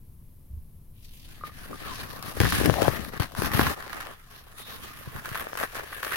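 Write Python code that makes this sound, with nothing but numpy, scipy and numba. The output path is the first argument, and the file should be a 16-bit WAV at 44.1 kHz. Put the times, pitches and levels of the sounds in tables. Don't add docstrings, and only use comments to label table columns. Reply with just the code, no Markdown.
import sys
import numpy as np
from scipy import signal
from scipy.fft import rfft, irfft, next_fast_len
from scipy.io import wavfile
from scipy.ndimage import uniform_filter1d
from numba import njit

SR = 44100
rng = np.random.default_rng(int(sys.argv[2]) if len(sys.argv) > 2 else 0)


def to_wav(s):
    ch = np.atleast_2d(s).T
    pcm = np.round(np.clip(ch, -1, 1) * 32767)
    wavfile.write(sys.argv[1], SR, pcm.astype(np.int16))


N = 271656
TIME = np.arange(N) / SR

# start/s, end/s, level/dB, hollow ring over that level/dB
SWELLS = [(0.92, 1.46, -54, -36), (1.44, 1.495, -49, -1), (1.52, 1.84, -52.5, 1), (1.79, 1.99, -41.5, -1.5),
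          (1.98, 2.08, -44, 2.5), (2.243, 2.33, -41.5, -0.5), (2.365, 2.396, -42.5, 4),
          (2.87, 3.0, -42.5, 5), (3.12, 3.185, -49.5, 10.5), (3.36, 3.42, -40.5, 5.5),
          (3.41, 3.5, -37, 3.5), (3.5, 3.545, -41, 6), (3.56, 3.75, -31.5, 2), (4.07, 4.15, -54.5, 6.5),
          (4.3, 4.41, -51.5, -0.5), (4.57, 4.64, -45, -4.5), (4.65, 4.79, -43.5, -1), (4.77, 4.92, -46, -3),
          (5.14, 5.205, -43, 4), (5.595, 5.665, -38, 4)]
SQUEEZES = [(2.47, 2.505, -34, -5), (2.52, 2.675, -32.5, 0.5), (2.69, 2.8, -38.5, -0.5),
            (2.81, 2.885, -35, 0.5), (3.533, 3.58, -32.5, 2.5)]
CRUNCHES = [(2.402, 2.47, -34.5, 2.5), (3.197, 3.225, -37.5, 5), (5.248, 5.275, -46, 7.5),
            (5.314, 5.33, -46.5, 7.5), (5.345, 5.37, -38.5, 5), (5.395, 5.425, -41, 3.5),
            (5.572, 5.6, -38, 4.5), (5.746, 5.79, -41.5, 4), (5.923, 5.975, -43.5, -9),
            (6.028, 6.115, -40.5, 0), (6.12, 6.16, -35, 1.5)]
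PULLS = [(2.09, 2.2, -46.5, -0.5), (2.99, 3.085, -44.5, 1.5), (3.225, 3.255, -45.5, 3),
         (3.76, 3.88, -45.5, 6), (3.895, 4.125, -44, 6.5)]
# t/s, level/dB
HELD_RUSTLE = [(0.8, -126), (1.3, -61), (2.35, -47.5), (3.3, -58.5), (3.45, -50), (4.17, -60), (5.05, -49),
               (6.1, -47)]
# t/s, relative level/dB, offset of the kick to the hollow ring/dB
SNAPS = [(2.226, -22.5, -11), (2.4023, -9.5, 2.5), (2.4143, -15, -1), (2.435, -24, 8), (2.453, -24, 13.5),
         (2.4612, -24.5, 13), (2.5233, -22, 13), (2.658, -11, -0.5), (2.6976, -19, 6), (2.741, -18, -15),
         (2.8193, -14.5, -2), (2.8812, -24, -13), (3.202, -20.5, 1), (3.2313, -22, 0), (3.32, -34, 3),
         (3.35, -27, 7.5), (3.4199, -15.5, 0), (3.446, -28.5, 15), (3.5174, -22.5, 5), (3.549, -22, 8.5),
         (3.594, -16.5, 14.5), (3.612, -14.5, 8.5), (3.6675, -21, 14), (3.93, -25, -4), (5.257, -23.5, 4),
         (5.29, -23, -2), (5.3554, -23, 10.5), (5.6299, -23, 10.5), (5.6368, -25.5, 13.5),
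         (5.9274, -41, 20.5), (5.93, -33, 13.5), (6.031, -20.5, 9.5), (6.048, -18.5, 3), (6.069, -30.5, 12),
         (6.121, -26, 13)]
# t/s, f/Hz, drive/dB
POPS = [(2.4032, 362, 5.5), (2.452, 380, -6), (2.613, 306, 1), (2.657, 320, 1), (2.6981, 507, 8),
        (2.7399, 910, 0), (2.8212, 424, 7), (2.858, 890, -6), (2.8812, 517, 10.5), (3.2027, 455, -5),
        (3.421, 386, -1.5), (3.594, 287, 4.5), (5.4694, 655, -9), (5.532, 740, -8), (5.554, 810, -9),
        (5.6357, 546, -4)]
# t/s, drive/dB
PUFFS = [(2.4037, 4.5), (2.4145, -0.5), (2.434, 0), (2.452, -2.5), (2.6784, -3), (2.6914, 5), (2.882, 1),
         (2.996, -9.5), (3.2027, -1), (3.549, -2.5), (3.592, -11), (3.67, -13.5), (5.0747, -17),
         (5.15, -19.5), (5.316, -18.5)]
# start/s, end/s, f halfway/Hz, glide/octaves, width/Hz, level/dB
RUBS = [(1.685, 1.764, 230, 0.37, 330, -42), (1.826, 1.946, 1160, -0.45, 170, -40.5),
        (1.998, 2.424, 1150, 0.024, 230, -48.5), (2.37, 2.682, 3200, -0.98, 3000, -37),
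        (2.646, 2.692, 283, -0.1, 199, -23.5), (2.751, 2.888, 666, 0.73, 398, -28),
        (3.514, 3.706, 246, -0.057, 180, -36), (3.82, 4.158, 2440, 0.78, 920, -51),
        (4.557, 4.795, 3670, -0.03, 650, -50), (5.942, 6.018, 1705, 0.11, 170, -43),
        (6.11, 6.163, 1700, 0.44, 615, -33)]
# t/s, lean to the left/dB, gain of the pushed air/dB
PAPER_PLACE = [(1.3, 4, 3.5), (2.3, 7, -1), (2.42, 12, 7.5), (2.58, 3.5, 4.5), (2.7, 24.5, 9),
               (2.88, 15, 6), (3.2, 13, 3.5), (3.66, 5, 3.5), (3.78, 1.5, -11.5), (5.15, 0, -1.5),
               (5.6, 5, -15)]
# t/s, high peak against low/dB
RING_BALANCE = [(1.4, 2), (2.3, -3.5), (2.5, 2), (3.6, -3.5), (4.8, -3.5), (5.4, -1.5), (6.1, 1.5)]
# t/s, f/Hz, gain/dB
HAND_CUP = [(3.9, 738, -1), (5.3, 646, -5.5), (5.78, 770, -0.5), (6.05, 474, -1)]
# t/s, gain/dB
BITE_GAIN = [(2.4, 0.5), (4.8, -1.5), (5.2, -5)]
# f/Hz, relative level/dB
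FIBRE_EQ = [(900, -21.5), (1800, -12), (2600, -3), (4300, -5.5), (6200, -10), (7800, -16.5), (9800, -8),
            (12000, -7.5), (15500, -12.5)]
FLUTTER_EQ = [(130, -12.5), (260, -4), (420, 2.5), (700, -1), (950, -8.5), (1500, -26.5)]
AIR_EQ = [(25, -59.5), (55, 6), (100, 3.5), (200, 0), (290, -1), (400, -12.5), (700, -68.5)]
ROOM_TONE_EQ = [(15, -2), (27, 2), (40, -10), (85, -6), (140, -11), (270, -25), (480, -33), (750, -40),
                (1000, -39), (1400, -47), (7500, -51), (11500, -37), (16000, -43)]
# t/s, drive/dB
KNOCKS = [(1.411, -42), (1.437, -28.5), (1.494, -42.5), (1.73, -34.5)]
# f/Hz, gain/dB, t60/s
KNOCK_MODES = [(500, 10, 0.0082), (1153, -3, 0.05), (1211, 0.5, 0.068)]
# t/s, drive/dB
FLOOR_BUMPS = [(0.503, -37.5), (0.531, -33), (0.569, -31.5)]
# t/s, level/dB
ROOM_TONE_FADE = [(3.6, -47.5), (4.15, -52.5)]
# f/Hz, left-right correlation (-1 to 1)
PAPER_IMAGE = [(80, -0.095), (350, -0.37), (800, 0.26), (1120, 0.38), (1600, -0.017), (2200, -0.34),
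               (3300, -0.18), (16000, 0.11)]
ROOM_IMAGE = [(200, 0.96), (450, 0.43), (800, 0.064), (1500, 0.36)]

RING_LOW, RING_HIGH = (1119, 194), (1673, 320)
RING_WANDER_OCTAVES, RING_WANDER_PER_S = 0.085, 14
CUP_WIDTH_HZ, BITE_HZ, BITE_WIDTH_HZ = 146, 4200, 4000
UNEVEN_DB, UNEVEN_PER_S = 1, 80
SWELL_SHAPE, SWELL_PER_S = 0.31, 1.7
ATTACK_S, SAG_DB_PER_S, RELEASE_DB_PER_S = 0.0016, 11.5, 453
CREASES_PER_S, CREASE_DECAY_S, CREASE_SLIDE = 105, 0.004, 0.3
CRACK_DB, KICK_DB = 1.5, 30
FLUTTER_DB, FLUTTER_PER_LEFT_DB = -6, .5
ROOM_T60_S, REVERB_DB, CUTOFF_HZ = 0.084, -10, 16050


def rustle(fibre_drive, ring_drive, taut):
    grains = buckling(per_s=800, spread_db=0, clump_db=1.5, friction=1)
    grains *= from_db(UNEVEN_DB * drift(UNEVEN_PER_S))
    ticks = rms_one(buckling(per_s=140, spread_db=-0.5, clump_db=4.5, friction=0))
    grains = (1 - taut / 2) * grains + taut * ticks
    crackle = rms_one(facets(colour(grains, FIBRE_EQ), patchy_db=2.5))
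    hollow = rms_one(hollow_ring(grains + 0.29 * rng.standard_normal((2, N))))
    bite = (from_db(in_time(BITE_GAIN)) - 1) * resonate(crackle, BITE_HZ, BITE_WIDTH_HZ)
    return fibre_drive * (crackle + bite) + ring_drive * hollow


def buckling(per_s, spread_db, clump_db, friction):
    sizes = from_db(spread_db * np.minimum(rng.exponential(1, N), 3))
    fires = rng.random(N) < per_s / SR
    grains = sizes * fires * rng.choice([-1, 1], (2, N)) * rng.uniform(0.68, 1, (2, N))
    hiss = friction * rng.standard_normal((2, N))
    return (rms_one(grains) + hiss) * from_db(clump_db * drift(170))


def facets(x, patchy_db):
    return x + sum(resonate(x, hz, hz / 4) * (from_db(patchy_db * drift(20)) - 1)
                   for hz in np.geomspace(2400, 13000, 7))


def hollow_ring(x):
    high_gain, = from_db(in_time(RING_BALANCE))
    cup_hz, cup_db = in_time(HAND_CUP)
    shift = RING_WANDER_OCTAVES * drift(RING_WANDER_PER_S)
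    low = glide(x, shift, *RING_LOW)
    high = high_gain * glide(x, shift, *RING_HIGH)
    cup = glide(x, shift, cup_hz, CUP_WIDTH_HZ, cup_db)
    return resonate((low - high - cup) / np.sqrt(1 + high_gain ** 2), hz=1463, width_hz=1550)


def stroke_drives():
    held = from_db(in_time(HELD_RUSTLE)) ** 2
    pulled = strokes(PULLS, press)
    fibres, hollow = (held + pulled + strokes(SWELLS, swell)
                      + strokes(SQUEEZES, press) + strokes(CRUNCHES, crunch))
    return np.sqrt(fibres), np.sqrt(hollow), pulled[0] / (fibres + 1e-20)


def strokes(cues, shape):
    power = np.zeros((2, N + SR))
    for start, end, db, ring_db in cues:
        first = round(start * SR)
        envelope = shape(TIME[:SR], end - start)
        power[:, first:first + SR] += np.outer(from_db([db, db + ring_db]), envelope) ** 2
    return power[:, :N]


def swell(t, length):
    return np.sin(np.pi * np.clip(t / length, 0, 1)) ** (SWELL_SHAPE + SWELL_PER_S * length)


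def press(t, length):
    fall_db = SAG_DB_PER_S * t + RELEASE_DB_PER_S * np.maximum(t - length, 0)
    return np.minimum(t / ATTACK_S, 1) * from_db(-fall_db)


def crunch(t, length):
    gaps, sizes = rng.uniform(.5, 1.5, (2, 300))
    starts = (np.cumsum(gaps) - gaps[0]) / CREASES_PER_S
    latest = np.searchsorted(starts, t, "right") - 1
    bursts = sizes[latest] * np.exp((starts[latest] - t) / CREASE_DECAY_S)
    return press(t, length) * rms_one(CREASE_SLIDE + uniform_filter1d(bursts, size=SR // 700))


def snaps():
    times, db, kick_db = np.transpose(SNAPS)
    run = avalanche(times, db + CRACK_DB, decay_s=0.002, tail_db=-23, tail_s=0.0078)
    kick = clicks(times, db + kick_db + KICK_DB) * [[1], [0]]
    return colour(run, FIBRE_EQ) + hollow_ring(kick + from_db(7) * run)


def avalanche(times, db, decay_s, tail_db, tail_s):
    t, out = TIME[:SR // 20], np.zeros((2, N + SR))
    envelope = np.exp(-t / decay_s) + from_db(tail_db) * np.exp(-t / tail_s)
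    for s, gain, burst in zip(times, from_db(db), rng.standard_normal((len(times), 2, len(t)))):
        first = round(s * SR)
        out[:, first:first + len(t)] += gain * envelope * burst
    return out[:, :N]


def pops_and_puffs(left_db):
    pop, click = np.zeros(N), signal.unit_impulse(SR // 10)
    for s, hz, db in POPS:
        first = round(s * SR)
        kick = resonate(click, hz, width_hz=5.8 * hz, db=db)
        pop[first:first + len(click)] += ring(kick, hz, t60=3.5 / hz)
    flaps = resonate(clicks(*np.transpose(PUFFS)), hz=200, width_hz=640)
    puff = ring(flaps, hz=118.3, t60=0.036)
    far_gain = from_db(-np.maximum(left_db, 0))
    delayed = np.roll(puff, SR // 500) + np.roll(pop, SR // 1600)
    return np.array([pop + puff, far_gain * delayed])


def rubs():
    out, hiss = np.zeros((2, N + SR)), rng.standard_normal((2, N + SR))
    for start, end, hz, octaves, width_hz, db in RUBS:
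        span = np.arange(round(start * SR), round(end * SR))
        shift = octaves * np.linspace(-.5, .5, len(span))
        band = glide(glide(hiss[:, span], shift, hz, width_hz), shift, hz, width_hz)
        out[:, span] += from_db(db) * swell(TIME[:len(span)], end - start) * rms_one(band)
    return out[:, :N]


def flapping(drive, left_db, air_db):
    flutter = colour(buckling(per_s=900, spread_db=1.5, clump_db=5, friction=0.4), FLUTTER_EQ)
    air = colour(buckling(per_s=500, spread_db=3.5, clump_db=2, friction=0.67), AIR_EQ)
    flutter_gain = from_db(FLUTTER_DB + FLUTTER_PER_LEFT_DB * left_db)
    return drive * (flutter_gain * rms_one(flutter) + from_db(air_db) * rms_one(air))


def knocks_and_bumps():
    touch = resonate(clicks(*np.transpose(KNOCKS)), hz=1160, width_hz=590)
    knock = sum(from_db(db) * ring(touch, hz, t60) for hz, db, t60 in KNOCK_MODES)
    thud = resonate(clicks(*np.transpose(FLOOR_BUMPS)), hz=56, width_hz=135, db=3.6)
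    bump = ring(thud, hz=69, t60=0.14)
    return (knock + bump) * from_db([[1], [-1.2]])


def bathroom(x):
    t = TIME[:SR // 2]
    tail = rng.standard_normal((2, len(t))) * from_db(-60 * t / ROOM_T60_S) * (t > .004)
    tail /= np.sqrt(np.sum(tail ** 2, axis=1, keepdims=True))
    return x + from_db(REVERB_DB) * signal.oaconvolve(x, tail, axes=1)[:, :N]


def room_tone():
    bed = rms_one(stereo(colour(rng.standard_normal((2, N)), ROOM_TONE_EQ), ROOM_IMAGE))
    return from_db(in_time(ROOM_TONE_FADE)) * pan(bed, left_db=2)


def from_db(db):
    return 10 ** (np.asarray(db) / 20)


def rms_one(x):
    return x / np.sqrt(np.mean(x ** 2) + 1e-20)


def in_time(rows):
    times, *columns = np.transpose(rows)
    return [np.interp(TIME, times, column) for column in columns]


def at_hz(points, hz):
    f, value = np.transpose(points)
    return np.interp(np.log(hz + 1), np.log(f), value)


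def colour(x, eq):
    size = 4096
    gains = from_db(at_hz(eq, np.fft.rfftfreq(size, 1 / SR)))
    cepstrum = irfft(np.log(gains))
    cepstrum[1:size // 2] *= 2
    cepstrum[size // 2 + 1:] = 0
    impulse = irfft(np.exp(rfft(cepstrum)))
    return signal.oaconvolve(x, impulse[None], axes=1)[:, :x.shape[1]]


def resonate(x, hz, width_hz, db=0):
    r = np.exp(-np.pi * width_hz / SR)
    poles = [1, -2 * r * np.cos(2 * np.pi * hz / SR), r * r]
    return from_db(db) * signal.lfilter([(1 - r * r) / 2, 0, (r * r - 1) / 2], poles, x + 1e-18)


def ring(x, hz, t60):
    r, w = from_db(-60 / (t60 * SR)), 2 * np.pi * hz / SR
    return signal.lfilter([0, np.sin(w)], [1, -2 * r * np.cos(w), r * r], x + 1e-18)


def glide(x, octaves, hz, width_hz, db=0):
    angle = 2 * np.pi * hz * 2 ** octaves / SR
    return from_db(db) * sweep(np.ascontiguousarray(x), angle, np.exp(-np.pi * width_hz / SR))


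@njit
def sweep(x, angle, r):
    out = np.zeros_like(x)
    feedback = 2 * r * np.cos(angle)
    for c in range(x.shape[0]):
        for i in range(2, x.shape[1]):
            drive = (1 - r * r) / 2 * (x[c, i] - x[c, i - 2])
            out[c, i] = drive + feedback[i] * out[c, i - 1] - r * r * out[c, i - 2] + 1e-18
    return out


def clicks(times, db):
    out = np.zeros(N)
    out[np.round(np.asarray(times) * SR).astype(int)] = from_db(db)
    return out


def drift(per_s):
    knots = rng.standard_normal(4096)
    return rms_one(np.interp(TIME * per_s, np.arange(len(knots)), knots))


def stereo(mid_side, image):
    size = next_fast_len(N + SR // 10)
    alike = np.clip(at_hz(image, np.fft.rfftfreq(size, 1 / SR)), -.99, .99)
    mid, side = rfft(mid_side, size) * np.sqrt([(1 + alike) / 2, (1 - alike) / 2])
    return irfft([mid + side, mid - side], size)[:, :N]


def pan(x, left_db):
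    gains = from_db(left_db * np.array([[.5], [-.5]]))
    return x * gains / np.sqrt(np.mean(gains ** 2, axis=0))


def scene():
    left_db, air_db = in_time(PAPER_PLACE)
    fibre_drive, ring_drive, taut = stroke_drives()
    paper = rustle(fibre_drive, ring_drive, taut) + rubs() + snaps()
    paper = pan(stereo(paper, PAPER_IMAGE), 0.26 * left_db)
    flaps = flapping(np.sqrt(fibre_drive * ring_drive), left_db, air_db)
    air = pan(stereo(flaps, PAPER_IMAGE), left_db) + pops_and_puffs(left_db)
    bed = room_tone()
    return bathroom(paper + knocks_and_bumps()) + air + bed


def record(dry):
    low_pass = signal.firwin(301, CUTOFF_HZ, window=("kaiser", 9), fs=SR)
    return signal.oaconvolve(np.tanh(dry), low_pass[None], "same", axes=1)


dry = scene()
out = record(dry)
to_wav(out)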